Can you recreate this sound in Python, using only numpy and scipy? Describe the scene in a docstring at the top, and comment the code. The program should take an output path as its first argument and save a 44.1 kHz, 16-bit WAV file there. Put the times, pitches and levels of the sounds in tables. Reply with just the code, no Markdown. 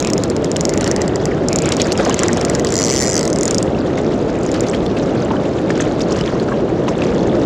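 """Night fishing on the bank below a spillway. All along, falling water roars and near water laps and fizzes.
From the start, line is pulled off a spinning reel in surges: its drag clicker ticks as a small catch, the
pawl, drops off tooth after tooth. The gears whirr in spells, and the water splashes and gulps.
At 2.7 s a hard pull races the ticks into a short, wobbling buzz, which runs down by 3.6 s.
Four last ticks come around 4.5 s. After that only the water is heard, with more splashes and gulps."""
import sys
import numpy as np
from scipy import signal
from scipy.fft import rfft, irfft
from scipy.io import wavfile

SR = 44100
rng = np.random.default_rng(int(sys.argv[2]) if len(sys.argv) > 2 else 0)


def pcm_store(signal):
    """Save signal as 16-bit PCM."""
    levels = np.round(np.clip(np.atleast_2d(signal), -1, 1) * 32767)
    wavfile.write(sys.argv[1], SR, levels.astype(np.int16).T)


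N = 328620
TIME = np.arange(N) / SR

# The tone of the spillway's roar. Each row: frequency in Hz, relative level in dB.
ROAR_SPECTRUM = [(13, -44), (22, -21.5), (54, -10), (167, -1.5), (257, -2), (332, 0.5), (600, -6),
                 (813, -15.5), (1000, -26), (1300, -30), (2200, -120)]
# How the roar swells. Each row: time in seconds, relative level in dB.
ROAR_SWELL = [(0, -16), (.6, -15), (2.63, -14.5), (2.72, -17), (2.82, -15), (7.0, -15), (7.06, -13)]
# The tone of far white water. Each row: frequency in Hz, relative level in dB.
FOAM_SPECTRUM = [(600, -18), (850, 3), (1300, 0), (2000, -10), (4500, -19.5), (7000, -25), (8700, -41.5),
                 (16000, -67)]
# The tone of the near water. Each row: frequency in Hz, relative level in dB.
WASH_SPECTRUM = [(500, -5.5), (1000, 13), (1600, 10), (2400, 4.5), (3600, 3.5), (5000, -1), (7200, -5),
                 (8700, -20), (10500, -24), (12000, -38), (15500, -49)]
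# Little waves running up the bank. Each row: crest time in seconds, level in dB, fall time in seconds.
BANK_WAVES = [(0, -43, 0.82), (.85, -38.5, 0.27), (1.65, -37.5, 1), (2.02, -34, 0.18), (2.13, -33, 0.43),
              (2.7, -48, 0.89), (3.1, -41, 0.79), (4.0, -43.5, 0.32), (4.55, -40, 0.34), (5.0, -39.5, 0.71),
              (5.82, -37.5, 0.086), (6.15, -37.5, 0.34), (7.0, -42.5, 1)]
# Spells of turning gears. Each row: start in seconds, length in seconds, level in dB, pitch in Hz.
GEAR_SPELLS = [(0, 0.11, -32, 2440), (0.675, 0.56, -40, 1900), (1.479, 0.29, -35.5, 2370),
               (2.759, 0.403, -36, 2080)]
# The pawl dropping off single teeth. Each row: start in seconds, level in dB.
SLOW_TICKS = [(0.0014, -6.5), (0.0257, -10), (0.048, -9), (0.072, -7.5), (0.101, -9), (0.134, -3.5),
              (0.179, -8.5), (0.2366, -5), (0.3001, -10), (0.365, -11.5), (0.4447, -9), (0.5154, -6.5),
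              (0.5656, -5), (0.609, -2.5), (0.6524, -4), (0.6931, -5), (0.7377, -7.5), (0.7755, -8.5),
              (0.8098, -8), (0.843, -5.5), (0.8764, -8), (0.9137, -3.5), (0.9626, -6), (1.0173, -5),
              (1.079, -10), (1.158, -7.5), (1.255, -5.5), (1.4852, -4.5), (1.5294, -3.5), (1.5592, -3.5),
              (1.587, -3), (1.6206, -7.5), (1.6576, -9.5), (1.6897, -9), (1.722, -5.5), (1.7676, -8),
              (1.8174, -2), (1.8697, -13), (1.927, -8), (1.976, -9.5), (2.051, -7.5), (2.096, -6),
              (2.143, -4.5), (2.1916, -4.5), (2.2335, -1), (2.2827, -3.5), (2.3307, -6), (2.3718, -9),
              (2.4125, -9), (2.4496, -4.5), (2.4978, -5.5), (2.5504, -3.5), (2.596, -9.5), (2.6472, -6),
              (3.2101, -9), (3.2296, -6.5), (3.2529, -8), (3.277, -7.5), (3.3012, -10), (3.3298, -6),
              (3.36, -9.5), (3.3864, -10), (3.41, -7.5), (3.4322, -4.5), (3.4545, -4), (3.479, -3),
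              (3.5094, -1.5), (3.5456, -4), (3.5827, -3), (3.6271, -8), (4.433, -22), (4.4638, -16.5),
              (4.5162, -14), (4.6069, -9.5)]
# The tones (modes) the pawl and spool ring with. Each row: pitch in Hz, width in Hz, relative level in dB.
REEL_MODES = [(2005, 270, -12), (3220, 1530, -9.5), (5170, 1320, -1), (6010, 2030, 3.5), (7020, 1020, 0),
              (7690, 460, -15), (9950, 1200, -19.5), (13500, 2100, -19)]
# The reel moves as the rod swings. Each row: time in seconds, typical left/right phase shift in cycles.
REEL_SWING = [(2.7, 0.0077), (3.0, 0.079), (3.3, 0.0016)]
# The tone of the ticks. Each row: time in seconds, favoured pitch in Hz, boost of the housing's
# low modes in dB, seconds until the pawl's tip catches again.
TICK_TONE = [(.6, 6740, 1.5, 0.00073), (1.2, 7100, 2, 0.00063), (1.5, 6700, -10, .000705),
             (2.3, 6900, 1, 0.00082), (2.45, 5730, -5, 0.00072), (2.85, 6100, -3, .000665),
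             (3.05, 6600, 0.5, 0.00069), (3.35, 7600, -8, 0.00058)]
# The spool sings as it runs down. Each row: time in seconds, its level against a tick in dB.
SPOOL_SINGING = [(3.1, -59), (3.3, -42), (3.62, -56), (4.0, -59)]
# Single splashes. Each row: start in seconds, relative level in dB, bubble pitch in Hz,
# relative level of the droplets in dB, length of the slap in seconds.
SPLASH_EVENTS = [(0.561, -17.5, 2980, -36, 0.0055), (0.863, -20, 2930, -40, 0.0068),
                 (1.72, -12, 3430, -25, 0.0075), (1.799, -15.5, 3400, -23, 0.022),
                 (1.92, -10, 4370, -30, 0.0047), (2.669, -19, 4550, -16.5, 0.0077),
                 (3.977, -19, 2100, -27.5, .004), (4.541, -18, 3700, -36, 0.0072),
                 (4.666, -27.5, 4200, -22, 0.019), (4.733, -18.5, 1960, -40, 0.01),
                 (4.747, -16.5, 3200, -36, 0.0033), (4.863, -15.5, 3430, -32, 0.0021),
                 (4.967, -22, 2600, -34, 0.014), (5.7026, -13, 1730, -26, .005),
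                 (5.801, -16, 1740, -15, 0.006), (6.006, -20.5, 3650, -18.5, .010),
                 (6.12, -25, 4060, -22.5, 0.003), (6.16, -24, 1600, -27, 0.0015),
                 (6.173, -34, 6950, -35, 0.0018), (6.21, -13.5, 2950, -27, 0.00094),
                 (6.399, -18.5, 4230, -45, 0.00064), (6.8804, -19.5, 2600, -23, 0.0095),
                 (7.0203, -15, 2620, -39, 0.0021)]
# Large bubbles at the bank. Each row: start in seconds, relative level in dB, middle pitch in Hz.
GULP_EVENTS = [(1.313, -16.5, 1940), (1.994, -9, 614), (2.064, -9, 593), (2.090, -10, 970),
               (2.104, -14.5, 3270), (2.288, -12.5, 1950), (2.365, -13, 796), (5.306, -10, 990),
               (5.335, -15.5, 1170), (6.484, -16, 1540), (6.518, -11.5, 1300), (6.88, -12, 1050)]
# A hard pull races the spool. Each row: time in seconds, teeth per second, tick level in dB.
HARD_PULL = [(2.7034, 49.8, -9.5), (2.7235, 52, -6), (2.781, 94.9, -3.5), (2.8722, 112.8, -5.5),
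             (2.9157, 130.2, -5), (3.0348, 128, -5.5), (3.0791, 112.3, -7), (3.1975, 66.7, -2)]


def from_db(db):
    """Turn decibels into a gain."""
    return 10 ** (np.asarray(db) / 20)


def unit_power(x):
    """Scale a sound to an average power of one."""
    return x / np.sqrt(np.mean(x ** 2) + 1e-20)


def in_time(rows, at=TIME):
    """Read a table's columns at the given times, gliding between rows."""
    times, *columns = np.transpose(rows)
    return [np.interp(at, times, column) for column in columns]


def add(track, s, sound):
    """Mix a sound into a track, starting at s seconds."""
    start = max(int(s * SR), 0)
    track[..., start:start + sound.shape[-1]] += sound[..., :N - start]


def band(x, low_hz, high_hz):
    """Keep what lies between two frequencies."""
    edges = [low_hz, min(high_hz, SR / 2 - 500)]
    return signal.sosfilt(signal.butter(2, edges, "band", fs=SR, output="sos"), x + 1e-18)


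def keep(x, side, hz, order):
    """Keep the "low" or "high" side of a frequency; a higher order cuts more steeply."""
    return signal.sosfilt(signal.butter(order, hz, side, fs=SR, output="sos"), x + 1e-18)


def coloured(x, spectrum):
    """Shape a sound's tone with a spectrum table; the result has a power of one."""
    hz = np.maximum(np.fft.rfftfreq(N, 1 / SR), 1)
    table_hz, table_db = np.transpose(spectrum)
    gain = from_db(np.interp(np.log(hz), np.log(table_hz), table_db))
    return unit_power(irfft(rfft(x) * gain, N))


def drift(rate_hz):
    """A smooth random wander, about one in size."""
    r = np.exp(-80 * np.pi * rate_hz / SR)
    slow = signal.lfilter([1], [1, -2 * r, r * r], rng.standard_normal(N // 40 + 2002))[2000:]
    return np.interp(np.arange(N) / 40, np.arange(len(slow)), unit_power(slow))


def ring(clicks, hz, fade_s):
    """Each click starts a tone that falls by 60 dB in fade_s seconds."""
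    r, step = from_db(-60 / (fade_s * SR)), 2 * np.pi * hz / SR
    return signal.lfilter([0, np.sin(step)], [1, -2 * r * np.cos(step), r * r], clicks + 1e-18)


def bubble(hz, cycles, rise_per_s, swell_s=0.00021):
    """A bubble rings for some cycles, its pitch climbing as it nears the surface."""
    t = TIME[:SR // 10]
    envelope = (1 - np.exp(-(t / swell_s) ** 2)) * np.exp(-t * hz / cycles)
    return envelope * np.sin(2 * np.pi * hz * (t + rise_per_s * t * t / 2))


def spillway(roar_trim_db=-1.0, foam_db=-34):
    """Countless far bubbles merge into a smooth roar with a faint foam hiss on top."""
    roar = keep(coloured(rng.standard_normal(N), ROAR_SPECTRUM), "low", hz=1000, order=6)
    foam = coloured(rng.standard_normal(N), FOAM_SPECTRUM)
    return from_db(in_time(ROAR_SWELL)[0] + roar_trim_db) * roar + from_db(foam_db) * foam


def stir(at, rise_s=0.16, still_db=-46.5):
    """How stirred the near water is, in dB: each little wave swells to its crest and drains away."""
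    power = from_db(still_db) ** 2
    for s, crest_db, fall_s in BANK_WAVES:
        swell = np.exp(-np.maximum((s - at) / rise_s, (at - s) / fall_s))
        power = power + (from_db(crest_db) * swell) ** 2
    return 10 * np.log10(power)


def lapping(per_s=520, cycles=8, size_db=7.0, clump_db=3.5, bubbles_db=2.5,
            fizz_db=5.5, flutter_db=4.0, together=0.64, calm_db=-43, growth=0.99):
    """Little waves shed clumps of small bubbles over a fluttering fizz; both grow with the stir."""
    clumps = drift(17.6)
    sizes = from_db(size_db * np.minimum(rng.exponential(1, N), 3)) * rng.choice([-1, 1], N)
    clicks = sizes * (rng.random(N) < per_s * from_db(clump_db * clumps) / SR)
    pitches = np.geomspace(800, 10500, 28)
    chosen = rng.integers(0, len(pitches), N)
    # ringing twice gives each bubble a soft start
    bubbles = sum(hz ** 2 * ring(ring(clicks * (chosen == k), hz, cycles / hz), hz, cycles / hz)
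                  for k, hz in enumerate(pitches))
    edges, noise = np.geomspace(400, 16000, 17), rng.standard_normal((2, N))
    fizz = sum(band(noise[k % 2], low, high) * from_db(flutter_db * (together * clumps + drift(70)))
               for k, (low, high) in enumerate(zip(edges, edges[1:])))
    wash = from_db(bubbles_db) * coloured(bubbles, WASH_SPECTRUM)
    wash += from_db(fizz_db) * coloured(fizz, WASH_SPECTRUM)
    return from_db(calm_db + growth * (stir(TIME) - calm_db)) * wash


def foam_pops(count=280, pop_db=8.0, spread_db=4.5):
    """Bursting foam stands out of the wash as tiny dry pops."""
    out = np.zeros(N)
    for when, pitch, size in rng.random((count, 3)):
        s, hz = when * TIME[-1], 2600 + 5000 * pitch
        level_db = stir(s) + pop_db - spread_db * np.log(max(size, .05))
        add(out, s, from_db(level_db) * bubble(hz, cycles=7, rise_per_s=0))
    return band(out, 1000, 8500)


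def gears(per_s=330, size_db=4.0, half_width_hz=260, fade_s=0.036):
    """Gritty contacts of the turning gears each set the reel's housing ringing for a moment."""
    out = np.zeros(N)
    for s, length_s, level_db, hz in GEAR_SPELLS:
        t = TIME[:int(length_s * SR)]
        grit = (rng.random(N) < per_s / SR) * from_db(size_db * rng.standard_normal(N))
        whirr = unit_power(band(grit[:len(t)], hz - half_width_hz, hz + half_width_hz))
        fade = np.minimum(np.minimum(t, length_s - t) / fade_s, 1)
        add(out, s, from_db(level_db) * whirr * fade)
    return out


def clicker(ticks, lag_s=.0002, edge_s=0.0001, alike=0.798, vary_db=3.5, detune=0.025,
            accent_db=3.5, accent_width_hz=750, scatter_hz=200, housing_hz=4000,
            split_hz=11500, split_cycles=0.2, catch_db=-7.5, catch_spread=0.025,
            bounce_db=-18, bounce_s=0.0057, rattle_db=-11, rattle_s=0.0012, echo_db=-34, echo_s=0.014):
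    """The pawl drops off each tooth: the reel rings briefly, the pawl bounces and rattles, the spool sings."""
    out, blows, t = np.zeros((2, N)), np.zeros(N), TIME[:SR // 25]
    mode_hz, width_hz, mode_db = np.transpose(REEL_MODES)
    age = np.pi * width_hz[:, None] * t
    envelope = age * np.exp(-age) * (1 - np.exp(-t / edge_s))
    tail_fade = from_db(rattle_db) * np.exp(-t / rattle_s) + from_db(echo_db) * np.exp(-t / echo_s)
    chance = rng.standard_normal((4, len(REEL_MODES)))
    for s, level_db in ticks:
        # neighbouring teeth sound alike, so the ring shifts gradually
        chance = alike * chance + np.sqrt(1 - alike ** 2) * rng.standard_normal(chance.shape)
        tuning, phase, strength, side = chance
        height, delay = rng.random(2)
        swing_cycles, = in_time(REEL_SWING, s)
        favoured_hz, housing_db, catch_s = in_time(TICK_TONE, s)
        favoured_hz += scatter_hz * rng.standard_normal()
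        hz = mode_hz * (1 + detune * tuning)
        # left and right fall out of step, most of all in the highest mode
        phases = phase + (swing_cycles + split_cycles * (mode_hz > split_hz)) * side * [[1], [-1]]
        modes = envelope * np.sin(2 * np.pi * (hz[:, None] * t + phases[..., None]))
        # each tooth favours the modes near its own pitch
        favour_db = accent_db * np.exp(-((mode_hz - favoured_hz) / accent_width_hz) ** 2)
        gains = from_db(mode_db + housing_db * (mode_hz < housing_hz) + vary_db * strength + favour_db)
        burst = gains @ modes
        # the pawl's tip catches twice in quick succession, which hollows the ring
        gap = round(catch_s * (1 + catch_spread * rng.standard_normal()) * SR)
        burst += from_db(catch_db) * np.pad(burst, ((0, 0), (gap, 0)))[:, :len(t)]
        burst /= np.abs(burst).max()
        hiss = unit_power(band(band(rng.standard_normal(len(t)), 4960, 7230), 2700, 15500))
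        force = from_db(level_db)
        add(out, s + lag_s, force * burst)
        add(out, s + lag_s + bounce_s * (.5 + delay), force * from_db(bounce_db) * 2 * height ** 2 * burst)
        add(out, s + 2 * lag_s, force * tail_fade * hiss)
        add(blows, s, np.array([force]))
    out = keep(out, "high", hz=1100, order=2)   # the reel is too small to give off bass
    return out + ring(blows * from_db(in_time(SPOOL_SINGING)[0]), hz=8290, fade_s=0.4)


def splashes(bubble_db=-2.0, slap_db=-4.5, spray_db=-1.0, spread_db=5.5,
             droplet_hz=6100, droplet_spread=0.23, rise_per_s=4.9):
    """A dry slap pitched by the hollow it opens, a trapped bubble, and droplets pattering back."""
    out, t = np.zeros(N), TIME[:SR // 10]
    for s, level_db, hz, droplets_db, length_s in SPLASH_EVENTS:
        noise = unit_power(band(rng.standard_normal(len(t)), hz * 0.56, hz * 1.34))
        slap = noise * np.exp(-(t / length_s) ** 2)
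        add(out, s, from_db(level_db + slap_db) * slap)
        add(out, s, from_db(level_db + bubble_db) * bubble(hz, cycles=9.9, rise_per_s=rise_per_s))
        for late, pitch, force in rng.standard_normal((10, 3)):
            drop_hz = droplet_hz * np.exp(droplet_spread * np.tanh(pitch))
            droplet = bubble(drop_hz, cycles=4.2, rise_per_s=rise_per_s)
            gain = from_db(droplets_db + spray_db + spread_db * force)
            add(out, s + 2 * length_s * abs(late), gain * droplet)
    return keep(out, "low", hz=12000, order=3)


def gulps(piece_db=-2.0, piece_octaves=.33, piece_gap_s=.004, cycles=4.3, rise_per_s=2.5,
          splatter_db=5.5, splatter_s=.025, splatter_octaves=0.64):
    """An air pocket tears into three pieces, amid a splatter of bubbles that is louder in stirred water."""
    out = np.zeros(N)
    for s, level_db, hz in GULP_EVENTS:
        for k, pitch in enumerate(rng.uniform(-1, 1, size=3)):
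            piece = bubble(hz * 2 ** (piece_octaves * pitch), cycles, rise_per_s)
            add(out, s + k * piece_gap_s, from_db(level_db + piece_db) * piece)
        for late, pitch in rng.standard_normal((18, 2)):
            splatter = bubble(hz * 2 ** (splatter_octaves * pitch), cycles, rise_per_s)
            add(out, s + splatter_s * late, from_db(stir(s) + splatter_db) * splatter)
    return out


def racing_ticks(uneven_db=1.0, jitter_s=0.00058, wobble_db=1.5, teeth_per_wobble=7.5):
    """The racing spool turns unevenly, so its ticks swell and fade. Each row: start in seconds, level in dB."""
    t = TIME[(TIME >= HARD_PULL[0][0]) & (TIME < HARD_PULL[-1][0])]
    teeth_per_s, pull_db = in_time(HARD_PULL, t)
    teeth_passed = np.floor(np.cumsum(teeth_per_s) / SR)
    drops = np.flatnonzero(np.diff(teeth_passed, prepend=-1))
    late, force = rng.standard_normal((len(drops), 2)).T
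    wobble = -np.cos(2 * np.pi * np.arange(len(drops)) / teeth_per_wobble)
    level_db = pull_db[drops] + wobble_db * wobble + uneven_db * force
    return np.column_stack([t[drops] + jitter_s * late, level_db])


def pawl_scrape(level_db=-39.0, fast_teeth_per_s=125, rough_db=9.0, band_hz=(5200, 7900)):
    """During the hard pull the pawl scrapes over the teeth, louder the faster the spool turns."""
    pulling = (TIME >= HARD_PULL[0][0]) & (TIME < HARD_PULL[-1][0])
    speed = in_time(HARD_PULL)[0] * pulling / fast_teeth_per_s
    grit = rng.standard_normal(N) * from_db(rough_db * drift(150)) * speed ** 2
    scrape = band(band(grit, *band_hz), *band_hz)
    return from_db(level_db) * scrape / np.std(scrape[speed > 0.5])


def scene():
    """Mix water and reel. Only the ticks, an arm's length away, differ between left and right."""
    water = spillway() + lapping() + foam_pops() + splashes() + gulps()
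    return water + gears() + clicker(np.vstack([SLOW_TICKS, racing_ticks()])) + pawl_scrape()


def record(dry):
    """Clip peaks at full scale and cut the treble above 16200 Hz."""
    treble_cut = signal.ellip(10, .1, 80, 16200, fs=SR, output="sos")
    return signal.sosfilt(treble_cut, np.clip(dry, -1, 1))


dry = scene()
out = record(dry)
pcm_store(out)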